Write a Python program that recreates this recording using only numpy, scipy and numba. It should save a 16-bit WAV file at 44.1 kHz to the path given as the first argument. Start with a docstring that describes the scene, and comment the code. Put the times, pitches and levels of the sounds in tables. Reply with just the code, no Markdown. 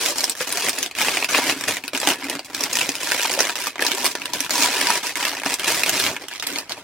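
"""A small room, microphone close up: hands pull clear film off a hard plastic item above an open carton.
It opens with light, crisp snaps: the film buckles crease by crease, and each crease rings a few facets.
From about 1 s the pull is harder; each tug sets off a swarm of tiny creases, and wider patches pop over.
Near 2 s come the loudest snaps and finger knocks. Tugs come and go, then thin out after 6 s.
All along, item and carton ring hollow, the hands rumble softly and the room adds a short tail."""
import sys
import numpy as np
from scipy import signal
from scipy.fft import rfft, irfft
from scipy.io import wavfile
from scipy.ndimage import uniform_filter1d
from numba import njit

SR = 44100
rng = np.random.default_rng(int(sys.argv[2]) if len(sys.argv) > 2 else 0)


def wav_out(sig):
    """Save sig, one row per channel (or a flat mono array), as 16-bit PCM at SR to the path in sys.argv[1]."""
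    wavfile.write(sys.argv[1], SR, np.round(np.clip(np.atleast_2d(sig).T, -1, 1) * 32767).astype(np.int16))


N = 301325

# still air of the room: (frequency [Hz], level [dB])
AIR_SPECTRUM = [(25, -15), (100, 0.5), (300, -4.5), (1000, -14), (4000, -21), (15000, -40)]
# hands shifting on the item: (frequency [Hz], level [dB])
RUMBLE_SPECTRUM = [(25, -29), (45, -17), (80, -2.5), (140, 1), (200, 2), (320, -9), (800, -61)]
# the two microphone ports differ mainly in the treble: (frequency [Hz], side gain [dB])
MIC_WIDTH = [(60, -8.5), (250, -20), (600, -22.5), (1100, -24), (1700, -13), (2500, -4.5), (4000, -0.5),
             (8000, 0.5), (14000, 0)]
# resonances of the carton below the hands: (frequency [Hz], width [Hz], boost [dB])
CARTON_RESONANCES = [(382, 40, 3), (612, 50, 2), (1705, 90, 2), (2522, 100, 2.5), (3310, 70, 2)]
# the grip frees or damps the item's two resonances and rumbles with each tug:
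# (time [s], hollow gain [dB], wall gain [dB], rumble over pull level [dB])
HAND_GRIP = [(0, -11, -10, -26), (.9, -1, -14, -28), (1.5, 8.5, 1, -22.5), (1.68, 4, -5, -15.5),
             (2.1, 10.5, 6, -26), (2.35, 9.5, -3, -22), (2.8, 1, -4, -22), (3.2, -16, 4.5, -31),
             (3.7, -10, -2, -40), (4.25, 5, 5, -16), (4.5, 9.5, 6.5, -25), (5.0, -15, 6.5, -31),
             (5.4, 0, 5, -28), (5.8, -11, -2, -20), (6.0, 1, -7, -19), (6.12, 0, 6, -11.5),
             (6.35, -1, -8, -30), (6.8, 1, 0, -14.5)]
# what the item rings with when struck: (frequency [Hz], level [dB], decay [s])
ITEM_MODES = [(147, -15, 0.013), (274, -9, 0.022), (285, -10.5, 0.025), (381, -12, 0.0079)]
# fingers knocking on the item: (time [s], level [dB])
FINGER_KNOCKS = [(0.677, -33), (1.324, -26), (1.563, -25), (1.673, -24), (1.944, -23), (2.076, -16),
                 (2.112, -19), (2.303, -25), (2.354, -19), (2.89, -20), (4.822, -25), (5.459, -18),
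                 (6.528, -25)]
# wider patches of film popping over: (time [s], level [dB], pitch [Hz], decay [s])
PATCH_POPS = [(.407, -12, 505, 0.013), (0.685, -6, 2350, 0.0031), (1.343, -3.5, 2513, 0.01),
              (1.378, -12, 624, 0.016), (1.951, -9, 2800, 0.0051), (2.073, -7.5, 830, 0.011),
              (2.812, -1, 2650, .003), (3.251, -3.5, 1010, 0.0029), (3.376, -8, 557, 0.0074),
              (3.497, -13, 947, 0.01), (3.669, -13, 1180, 0.01), (3.916, -10, 2270, 0.0076),
              (4.218, -12, 2610, 0.0034), (4.900, -3, 968, 0.0052), (5.461, -9.5, 776, 0.0065)]
# average colour of the film at the microphone: (frequency [Hz], gain [dB])
FILM_COLOUR = [(50, -29), (110, -30.5), (190, -15), (280, -6.5), (400, -6.5), (600, -5.5), (900, -5),
               (1200, -6.5), (2200, -4), (3800, -6.5), (5200, -5.5), (9100, -10), (15000, -17.5)]
# how the film moves in front of the microphone:
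# (time [s], sliding rustle over coarse crackle [dB], leftward pan [dB], width [dB], facet pitch [Hz])
FILM_MOTION = [(0, 2, -1, -0.5, 4900), (.6, -7.5, 0, -1.5, 6740), (1.1, 0.5, 0, -1.7, 2440),
               (1.5, 1, -1, -1.5, 2150), (2.1, -8, -0.5, -2, 1920), (2.8, -5, -1, -3, 2680),
               (3.3, -9.5, -4, -1, 1570), (4.2, -8.5, -1.5, 0, 2610), (4.6, 0.5, -1.5, -1.5, 5000),
               (5.0, 0.5, -2, -1, 1850), (5.4, -12.5, -1.5, -1, 1740), (5.7, -1, -2.5, -2, 2270),
               (6.1, 1, -2.5, -2, 4250), (6.4, -20, -11, 2, 3320), (6.65, -1, -7, 2, 1120)]
# each tug or slide of the hands on the film:
# (start [s], length [s], level [dB], swell while it lasts [dB], body [dB], crisp edge [dB])
HAND_TUGS = [(0.0, .11, -28, 0, 3.5, 1.5), (0.153, 0.13, -29, -8, 3, 0), (0.273, .045, -35.5, -6, 7, 2),
             (0.365, .02, -34.5, -0.5, -7, -0.5), (0.397, 0.022, -25.5, 1.5, -9, -3),
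             (0.463, 0.22, -30, 5, -0.5, -2.5), (0.718, 0.14, -34.5, -2.5, 5, 1.5),
             (0.954, 0.032, -32.5, 9, -11, -6), (0.99, 0.25, -21.5, -8.5, -1.5, -2.5),
             (1.284, 0.098, -26, 6, -1, -3), (1.41, .1, -26.5, 6, -1, -4.5), (1.56, 0.16, -35, 0, 1, -2.5),
             (1.674, 0.098, -20.5, -14.5, -3.5, -2), (1.835, 0.021, -45.5, 0.5, 6, 9),
             (1.932, 0.029, -28.5, 0, 0.5, -1), (1.998, 0.079, -29, 1, -3, -1.5),
             (2.068, 0.047, -23, 2, 2.5, -3.5), (2.182, 0.17, -36.5, 6, 3.5, -5.5),
             (2.443, 0.0091, -44, -2.5, -13, 25), (2.487, 0.011, -40.5, 0.5, 8, -2),
             (2.526, .13, -34.5, 7.5, -0.5, -4.5), (2.693, 0.13, -32, 7.5, -1, -1),
             (2.836, 0.15, -31, -3, 0.5, -3.5), (3.001, .26, -29, 4, -4.5, -1),
             (3.27, 0.086, -30.5, 3, 3.5, 0), (3.383, 0.13, -21, -9, -1, -3.5),
             (3.554, 0.12, -30, 2, -3.5, -2.5), (3.8, 0.088, -25, -0.5, -1.5, -4),
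             (3.903, 0.13, -32, 1.5, 5.5, 1), (4.039, 0.023, -24, -1, 3.5, 2.5),
             (4.099, 0.016, -35.5, -0.5, 2, 4), (4.165, 0.18, -37, -3, 1.5, -5),
             (4.329, 0.032, -31, 0.5, 4, -1), (4.362, 0.085, -34.5, 5.5, -10, -5),
             (4.5, 0.15, -28, 7, -1.5, 0), (4.664, 0.31, -25, 1, -1, -3),
             (5.026, 0.076, -27.5, -1.5, -5, -2.5), (5.157, 0.12, -28, 5, -4, -4),
             (5.302, 0.13, -28.5, -5, -2, -5.5), (5.445, .085, -28.5, 2, -0.5, -2),
             (5.58, 0.075, -32.5, 7, -4, -6), (5.664, 0.15, -21.5, -6.5, 1.5, 0.5),
             (5.853, 0.04, -23, -1, 0.5, -2), (5.918, 0.16, -24, -1, 1, -1.5),
             (6.082, .075, -28.5, -11.5, 8.5, -3), (6.196, 0.033, -38.5, 2, 5.5, -5),
             (6.303, 0.06, -36.5, 2, -12, -6), (6.412, 0.015, -31.5, 3.5, -5, -7),
             (6.457, 0.14, -33, -1, 3.5, -3), (6.692, 0.022, -32, 0, 2, -8), (6.765, 0.02, -45, 0.5, 20, 4)]
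# large creases snapping through: (time [s], level [dB], body [dB], crisp edge [dB], main facet [Hz])
CREASE_SNAPS = [(0.0603, -18, -14, 6.5, 2580), (0.183, -31, 6, 17, 5000), (0.2065, -23.5, -7, 7, 4550),
                (0.2143, -35, -4, 8, 8400), (0.2362, -23, 12.5, 5, 735), (0.2412, -22.5, -3, 10.5, 5400),
                (0.2814, -29, 2, -8, 950), (0.2964, -31.5, -12, 17, 8400), (0.3161, -32, 11, 6, 5340),
                (0.3207, -35, 9, 12, 5300), (0.352, -28.5, 1, 0, 1770), (0.4073, -15.5, 2, -14, 1540),
                (0.525, -28, -4, 14, 10470), (0.5725, -15, -11, -2, 4360), (0.648, -26.5, 16, 6, 6800),
                (0.6859, -19, 13, 4, 2410), (0.694, -22, 2, 11, 9050), (0.782, -23, 6, -3, 2630),
                (0.7864, -14, -3, -4, 10400), (0.8283, -20.5, -18, 9.5, 3300), (0.834, -23, -21, 5, 2580),
                (0.8613, -20, -21, -2, 3520), (0.912, -25, -14, -6.5, 2620), (0.951, -21.5, -10, -6, 2630),
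                (0.987, -19, -18, 2, 2200), (1.0146, -12, -17, -3, 2070), (1.0839, -13, 2.5, -8, 2600),
                (1.171, -14, 0.5, -2.5, 2540), (1.226, -10, -8, -21, 2556), (1.2448, -12, -19, -3.5, 2530),
                (1.2893, -16, -13, -9, 2270), (1.3478, -6.5, -2, -13, 2370), (1.3868, -8.5, 1.5, -18, 606),
                (1.4967, -8.5, -11, -9, 2710), (1.6102, -26.5, 10.5, 6.5, 1940),
                (1.638, -14.5, -22, -8, 1800), (1.683, -16.5, 3, 1, 2310), (1.769, -17.5, -13, -4.5, 1990),
                (1.838, -21, 8, -7.5, 2500), (1.8794, -20.5, -33, 0.5, 2600), (1.9331, -21, 6, -9, 2710),
                (1.9488, -14.5, -4, -6.5, 2520), (1.975, -19.5, -7, -0.5, 8350), (2.0008, -24, -5, 4, 7800),
                (2.031, -11.5, -5, -14, 905), (2.0729, -4.5, -10, -5, 853), (2.0878, -10.5, -15, -1, 1890),
                (2.102, -6, -17, -18, 3000), (2.1089, -12, -12, -9, 2550), (2.2252, -23, -17, -14, 2020),
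                (2.2422, -24.5, -10, -1, 2240), (2.298, -20.5, -10, 4.5, 2880),
                (2.393, -25.5, 6, -1.5, 4700), (2.5474, -24.5, -4, 7.5, 4420),
                (2.608, -27.5, 14, 10.5, 5340), (2.637, -25.5, -13, 12.5, 5050),
                (2.731, -27.5, -7, 13, 5280), (2.7546, -18.5, 3, 4.5, 5430), (2.77, -13, -10, 0.5, 3500),
                (2.7875, -16, -10, 1, 2890), (2.814, -10, -38, -12, 2800), (2.891, -20.5, 4, 8.5, 2900),
                (2.9183, -32, -4, 6, 5100), (2.9536, -18.5, -13, -1, 5180), (3.014, -18.5, -6, -8, 957),
                (3.1185, -11.5, 1, -1, 1680), (3.1456, -16.5, 8, -3, 3100), (3.1958, -12, -2, -21, 2820),
                (3.2539, -10.5, -1, -17, 1010), (3.3167, -24, 1, 5, 6500), (3.3907, -22.5, 6, 5.5, 5850),
                (3.405, -9, 3.5, -1.5, 5900), (3.4949, -14.5, 1, -9, 1620), (3.5554, -19, -26, 1.5, 3200),
                (3.6704, -22.5, 3, 7, 1210), (3.7567, -17.5, -5, -18, 970), (3.781, -25, 8, -10, 2280),
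                (3.793, -14.5, 2, -18, 1890), (3.8229, -12.5, 5, -3, 1900), (3.8658, -19.5, -10, 6, 5430),
                (3.9168, -12, -26, -3.5, 3400), (4.05, -17, 3, 0.5, 2000), (4.0638, -16, -4, 4, 4900),
                (4.1524, -16.5, -1, -4.5, 1920), (4.1561, -24, 1, -6, 2330), (4.2178, -21.5, -24, -8, 2630),
                (4.2563, -16, -10, -4.5, 3600), (4.3343, -21, -15, 4, 3590), (4.405, -29.5, 8, 19.5, 5700),
                (4.4634, -20, -2, -7, 1320), (4.495, -20, -16, -2, 1890), (4.5072, -19.5, 4, 5, 4780),
                (4.623, -12, 0, -2, 5100), (4.634, -13.5, 5, 1.5, 3300), (4.8134, -9.5, -11, -5, 1760),
                (4.8697, -10, -4, -5.5, 4900), (4.9035, -7.5, -1, -6, 890), (5.0685, -21.5, 1, 2.5, 5660),
                (5.1555, -20.5, -9, 1, 2040), (5.251, -17, 2, 3.5, 1720), (5.4342, -17.5, -14, -10, 1760),
                (5.461, -11, 2.5, -6, 1670), (5.5403, -28, -3, 13.5, 8150), (5.5961, -21.5, 2, 2, 3250),
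                (5.644, -18, 0, 1, 2540), (5.8345, -11.5, 0, -1.5, 2450), (5.8943, -17, -14, 10, 2820),
                (5.999, -11.5, -14, -6, 3570), (6.0642, -12, -17, -7, 3100),
                (6.1648, -15.5, -20, -12, 1790), (6.2838, -26.5, -23, 0.5, 3420),
                (6.3138, -21.5, -4.5, -20, 1540), (6.3291, -24, -4, -15, 3060), (6.398, -21, -7, -5, 3750),
                (6.4244, -17, -17, -6, 1720), (6.47, -23.5, -18, 4.5, 13050), (6.5589, -17, 4, -10, 4260),
                (6.5852, -17.5, -11, -4, 4480), (6.6947, -28.5, 9, 0, 4470), (6.72, -14, -20, -12, 4370)]

BODY_HZ, MIDDLE_HZ, EDGE_HZ, TOP_HZ = 570, 2040, 6900, 16000
ATTACK_S, RELEASE_DB_PER_S = 0.0073, 360  # the film tightens quickly and settles when the hand stops
REST_DB, REST_EDGE_DB = -46.5, -10  # faint, dull crackle of film that is merely held
SHARPNESS_DB_PER_DB = 0.38  # a larger crease has a crisper edge


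def undb(db):
    """Decibels to gain."""
    return 10 ** (np.asarray(db) / 20)


def side_share(pan_db):
    """How much of the mid goes to the side to place a sound pan_db to the left."""
    return np.tanh(pan_db * np.log(10) / 40)


def follow(curve, t):
    """The columns of a control curve at times t."""
    times, *columns = np.transpose(curve)
    return [np.interp(t, times, column) for column in columns]


def colour(x, points, peaks=(), size=8192):
    """Minimum-phase filter through (frequency [Hz], gain [dB]) points, with resonances on top."""
    hz = np.maximum(np.fft.rfftfreq(size, 1 / SR), 1)
    point_hz, point_db = np.transpose(points)
    curve_db = np.interp(np.log(hz), np.log(point_hz), point_db)
    for centre, width, boost in peaks:
        curve_db += boost / (1 + (2 * (hz - centre) / width) ** 2)
    cepstrum = irfft(np.log(undb(curve_db)))
    cepstrum[1:size // 2] *= 2
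    cepstrum[size // 2 + 1:] = 0
    return signal.fftconvolve(x, irfft(np.exp(rfft(cepstrum))))[:N]


def noise(points):
    """Noise of the given colour, rms 1."""
    x = colour(rng.standard_normal(N), points)
    return x / np.sqrt(np.mean(x ** 2))


def resonance(x, hz, width_hz):
    """A single resonance, gain 1 at its centre."""
    return signal.lfilter(*signal.iirpeak(hz, hz / width_hz, fs=SR), x)


@njit
def ring(start, hz, decay_s, gain, side):
    """Damped sines, one per event and mode, summed into mid and side."""
    out = np.zeros((2, N))
    for event in range(len(hz)):
        for mode in range(hz.shape[1]):
            pole = np.exp((2j * np.pi * hz[event, mode] - 1 / decay_s[event, mode]) / SR)
            phasor = gain[event, mode] + 0j
            first = max(int(start[event, mode] * SR), 0)
            for i in range(first, min(N, first + int(6 * decay_s[event, mode] * SR))):
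                out[0, i] += phasor.imag
                out[1, i] += (phasor * side[event, mode]).imag
                phasor *= pole
    return out


def room_air():
    """Room tone: still air, far below the handling."""
    return undb(-57.5) * noise(AIR_SPECTRUM)


def reflections(x, near_db=-4.5, near_s=0.0056, room_db=-11.5, room_t60_s=0.073, paths=12):
    """Quick echoes off item and carton, then the room's tail; the paths change as the film moves."""
    t = np.arange(SR // 3) / SR
    echoes = 0
    for _ in range(paths):
        near = rng.standard_normal(len(t)) * np.exp(-t / near_s) * (t > .0005)
        room = rng.standard_normal(len(t)) * undb(-60 * t / room_t60_s) * (t > .008)
        response = undb(near_db) * near / np.linalg.norm(near)
        response += undb(room_db) * room / np.linalg.norm(room)
        drift_hz = rng.uniform(5, 30)
        share = np.cos(2 * np.pi * (drift_hz * np.arange(N) / SR + rng.random()))
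        echoes += signal.oaconvolve(x * share * np.sqrt(2 / paths), response)[:N]
    return colour(echoes, [(300, -0.5), (2500, 3.0), (6000, 2.5), (14000, 3.0)])


def tug_energy(t):
    """One row per tug: it sets in, swells or fades while it lasts, and dies away."""
    start, length, db, swell_db = np.transpose(HAND_TUGS)[:4, :, None]
    age = t - start
    held_db = db + swell_db * np.clip(age / length, 0, 1)
    release_db = RELEASE_DB_PER_S * np.maximum(age - length, 0)
    return np.clip(age / ATTACK_S, 0, 1) * undb(held_db - release_db) ** 2


def pull(t):
    """Level, body and edge [dB] of all tugs together at times t; the strongest sets the colour."""
    steps = np.arange(0, N / SR, .001)
    energy, rest = tug_energy(steps), undb(REST_DB) ** 2
    total = energy.sum(axis=0) + rest
    body_db, edge_db = np.transpose(HAND_TUGS)[4:] @ energy / total
    edge_db += REST_EDGE_DB * rest / total
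    return [np.interp(t, steps, curve) for curve in (10 * np.log10(total), body_db, edge_db)]


def hand_rumble(t):
    """Hands shift on the item near the microphone and rumble with each tug."""
    return undb(pull(t)[0] + follow(HAND_GRIP, t)[-1]) * noise(RUMBLE_SPECTRUM)


def held_item(film, t):
    """The film drives the item's hollow and its walls, as far as the grip lets them ring."""
    hollow_gain, wall_gain, _ = undb(follow(HAND_GRIP, t))
    hollow = hollow_gain * resonance(film, hz=276, width_hz=44)
    wall = wall_gain * resonance(film, hz=968, width_hz=30)
    return film + hollow + wall


def finger_knocks():
    """A finger strikes the item and sets its low modes ringing."""
    t, db = np.transpose(FINGER_KNOCKS)[:, :, None]
    hz, mode_db, decay_s = np.transpose(ITEM_MODES)[:, None, :] * np.ones_like(t)
    side = np.exp(2j * np.pi * rng.random(hz.shape))
    return ring(t + np.zeros_like(hz), hz, decay_s, undb(db + mode_db), side)


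def patch_pops(radiation_db=-8.5):
    """A patch of film flips over like a drum skin and rings briefly at one pitch."""
    t, db, hz, decay_s = np.transpose(PATCH_POPS)[:, :, None].copy()
    side = np.exp(2j * np.pi * rng.random(t.shape))
    return ring(t, hz, decay_s, undb(db + radiation_db), side)


def creases(t, energy, body_db, edge_db, main_hz, pan_db,
            main_db, cycles, hold_s, spread_s, uneven_db, facets):
    """Each buckling crease rings film facets of random size for a few cycles; returns mid and side."""
    place, lateness, sign, phase, strength, damping = rng.random((len(t), 6, facets)).transpose(1, 0, 2)
    octaves = np.log2(TOP_HZ / 170)  # the largest facets reach down to 170 Hz
    hz = TOP_HZ * 2 ** (-octaves * (np.arange(facets) + place) / facets)
    band_share = hz * np.log(2) * octaves / facets / TOP_HZ
    # taut film shakes the item (body); loose, sharp folds give the crisp edge
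    low = np.clip(np.log(MIDDLE_HZ / hz) / np.log(MIDDLE_HZ / BODY_HZ), 0, 1)
    high = np.clip(np.log(hz / MIDDLE_HZ) / np.log(EDGE_HZ / MIDDLE_HZ), 0, 1)
    db = low * body_db[:, None] + high * edge_db[:, None] + uneven_db * (2 * strength - 1)
    # the facet nearest the main pitch takes that pitch and rings louder
    distance = abs(np.log(hz / main_hz[:, None]))
    is_main = distance == distance.min(axis=1, keepdims=True)
    hz = np.where(is_main, main_hz[:, None], hz)
    decay_s = (cycles / hz + hold_s) * 2 ** (damping - .5)
    gain = np.sqrt(4 * energy[:, None] * band_share / decay_s) * undb(db + is_main * main_db)
    side = 0.78 * np.exp(2j * np.pi * phase) + side_share(pan_db[:, None])
    # most facets flip at once, a few follow as the fold runs on
    start = t[:, None] + spread_s * lateness ** 2
    return ring(start, hz, decay_s, gain * np.sign(sign - .5), side)


def crackle(per_s, scatter_db, share_s, gain_db, cycles, hold_s):
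    """A swarm of small creases, mostly faint, shares out the energy that the pull feeds in."""
    when, size, pitch, pan, bluntness = rng.random((int(per_s * N / SR), 5)).T
    onset = (when * N).astype(int)
    t = onset / SR
    size_db = scatter_db * np.minimum(-np.log(1 - size), 4.0)
    weight = undb(size_db) ** 2
    window = int(share_s * SR)
    smoothed = uniform_filter1d(np.bincount(onset, weight, N), window)
    weight_per_s = uniform_filter1d(smoothed, window)[onset] * SR
    pull_db, body_db, edge_db = pull(t)
    energy = undb(pull_db) ** 2 * weight / weight_per_s
    edge_db += SHARPNESS_DB_PER_DB * (size_db - np.average(size_db, weights=weight))
    edge_db -= 2 * bluntness - 1  # some small creases are sharper than others
    # most main facets ring near the pitch that the tension sets, a few far from it
    detune_octaves = .35 * np.tan(2.6 * (pitch - .5))
    main_hz = np.minimum(follow(FILM_MOTION, t)[-1] * 2 ** detune_octaves, TOP_HZ)
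    pan_db = 9 * (pan - .5)
    return undb(gain_db) * creases(t, energy, body_db, edge_db, main_hz, pan_db, main_db=4.0,
                                   cycles=cycles, hold_s=hold_s, spread_s=.001, uneven_db=5.0, facets=18)


def snaps():
    """Large folds give way one at a time, right in front of the microphone."""
    t, db, body_db, edge_db, main_hz = np.transpose(CREASE_SNAPS)
    energy = 0.0014 * undb(db) ** 2
    pan_db = 2.5 * rng.standard_normal(len(t))
    return undb(7.5) * creases(t, energy, body_db, edge_db, main_hz, pan_db, main_db=10.0,
                               cycles=1.0, hold_s=0.00024, spread_s=.0011, uneven_db=1.5, facets=32)


def scene():
    """Snaps, crackle and sliding rustle close to a stereo microphone, carton and room around them."""
    t = np.arange(N) / SR
    slide_db, pan_db, width_db, _ = follow(FILM_MOTION, t)
    coarse = crackle(per_s=300, scatter_db=3.0, share_s=0.013, gain_db=8.0, cycles=0.98, hold_s=0.00021)
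    fine = crackle(per_s=1900, scatter_db=2.0, share_s=0.015, gain_db=7.5, cycles=0.99, hold_s=0.000085)
    slide = undb(slide_db)
    film = snaps() + (coarse + slide * fine) / np.hypot(1, slide)
    # the film's mid signal feeds separate echoes into mid and side
    film_in_room = [colour(part + reflections(film[0]), FILM_COLOUR, CARTON_RESONANCES) for part in film]
    # small surfaces radiate almost no deep bass
    bass_cut = signal.butter(3, 170, "highpass", fs=SR, output="sos")
    thumps = signal.sosfilt(bass_cut, patch_pops() + finger_knocks())
    mid, side = (held_item(part, t) + thump + hand_rumble(t) + room_air()
                 for part, thump in zip(film_in_room, thumps))
    side = colour(undb(width_db) * side + side_share(pan_db) * mid, MIC_WIDTH)
    return np.array([mid + side, mid - side])


def record(dry):
    """The recorder clips at full scale and cuts the top."""
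    top_cut = signal.ellip(10, .2, 70, TOP_HZ, fs=SR, output="sos")
    return signal.sosfilt(top_cut, np.clip(dry, -1, 1))


dry = scene()
out = record(dry)
wav_out(out)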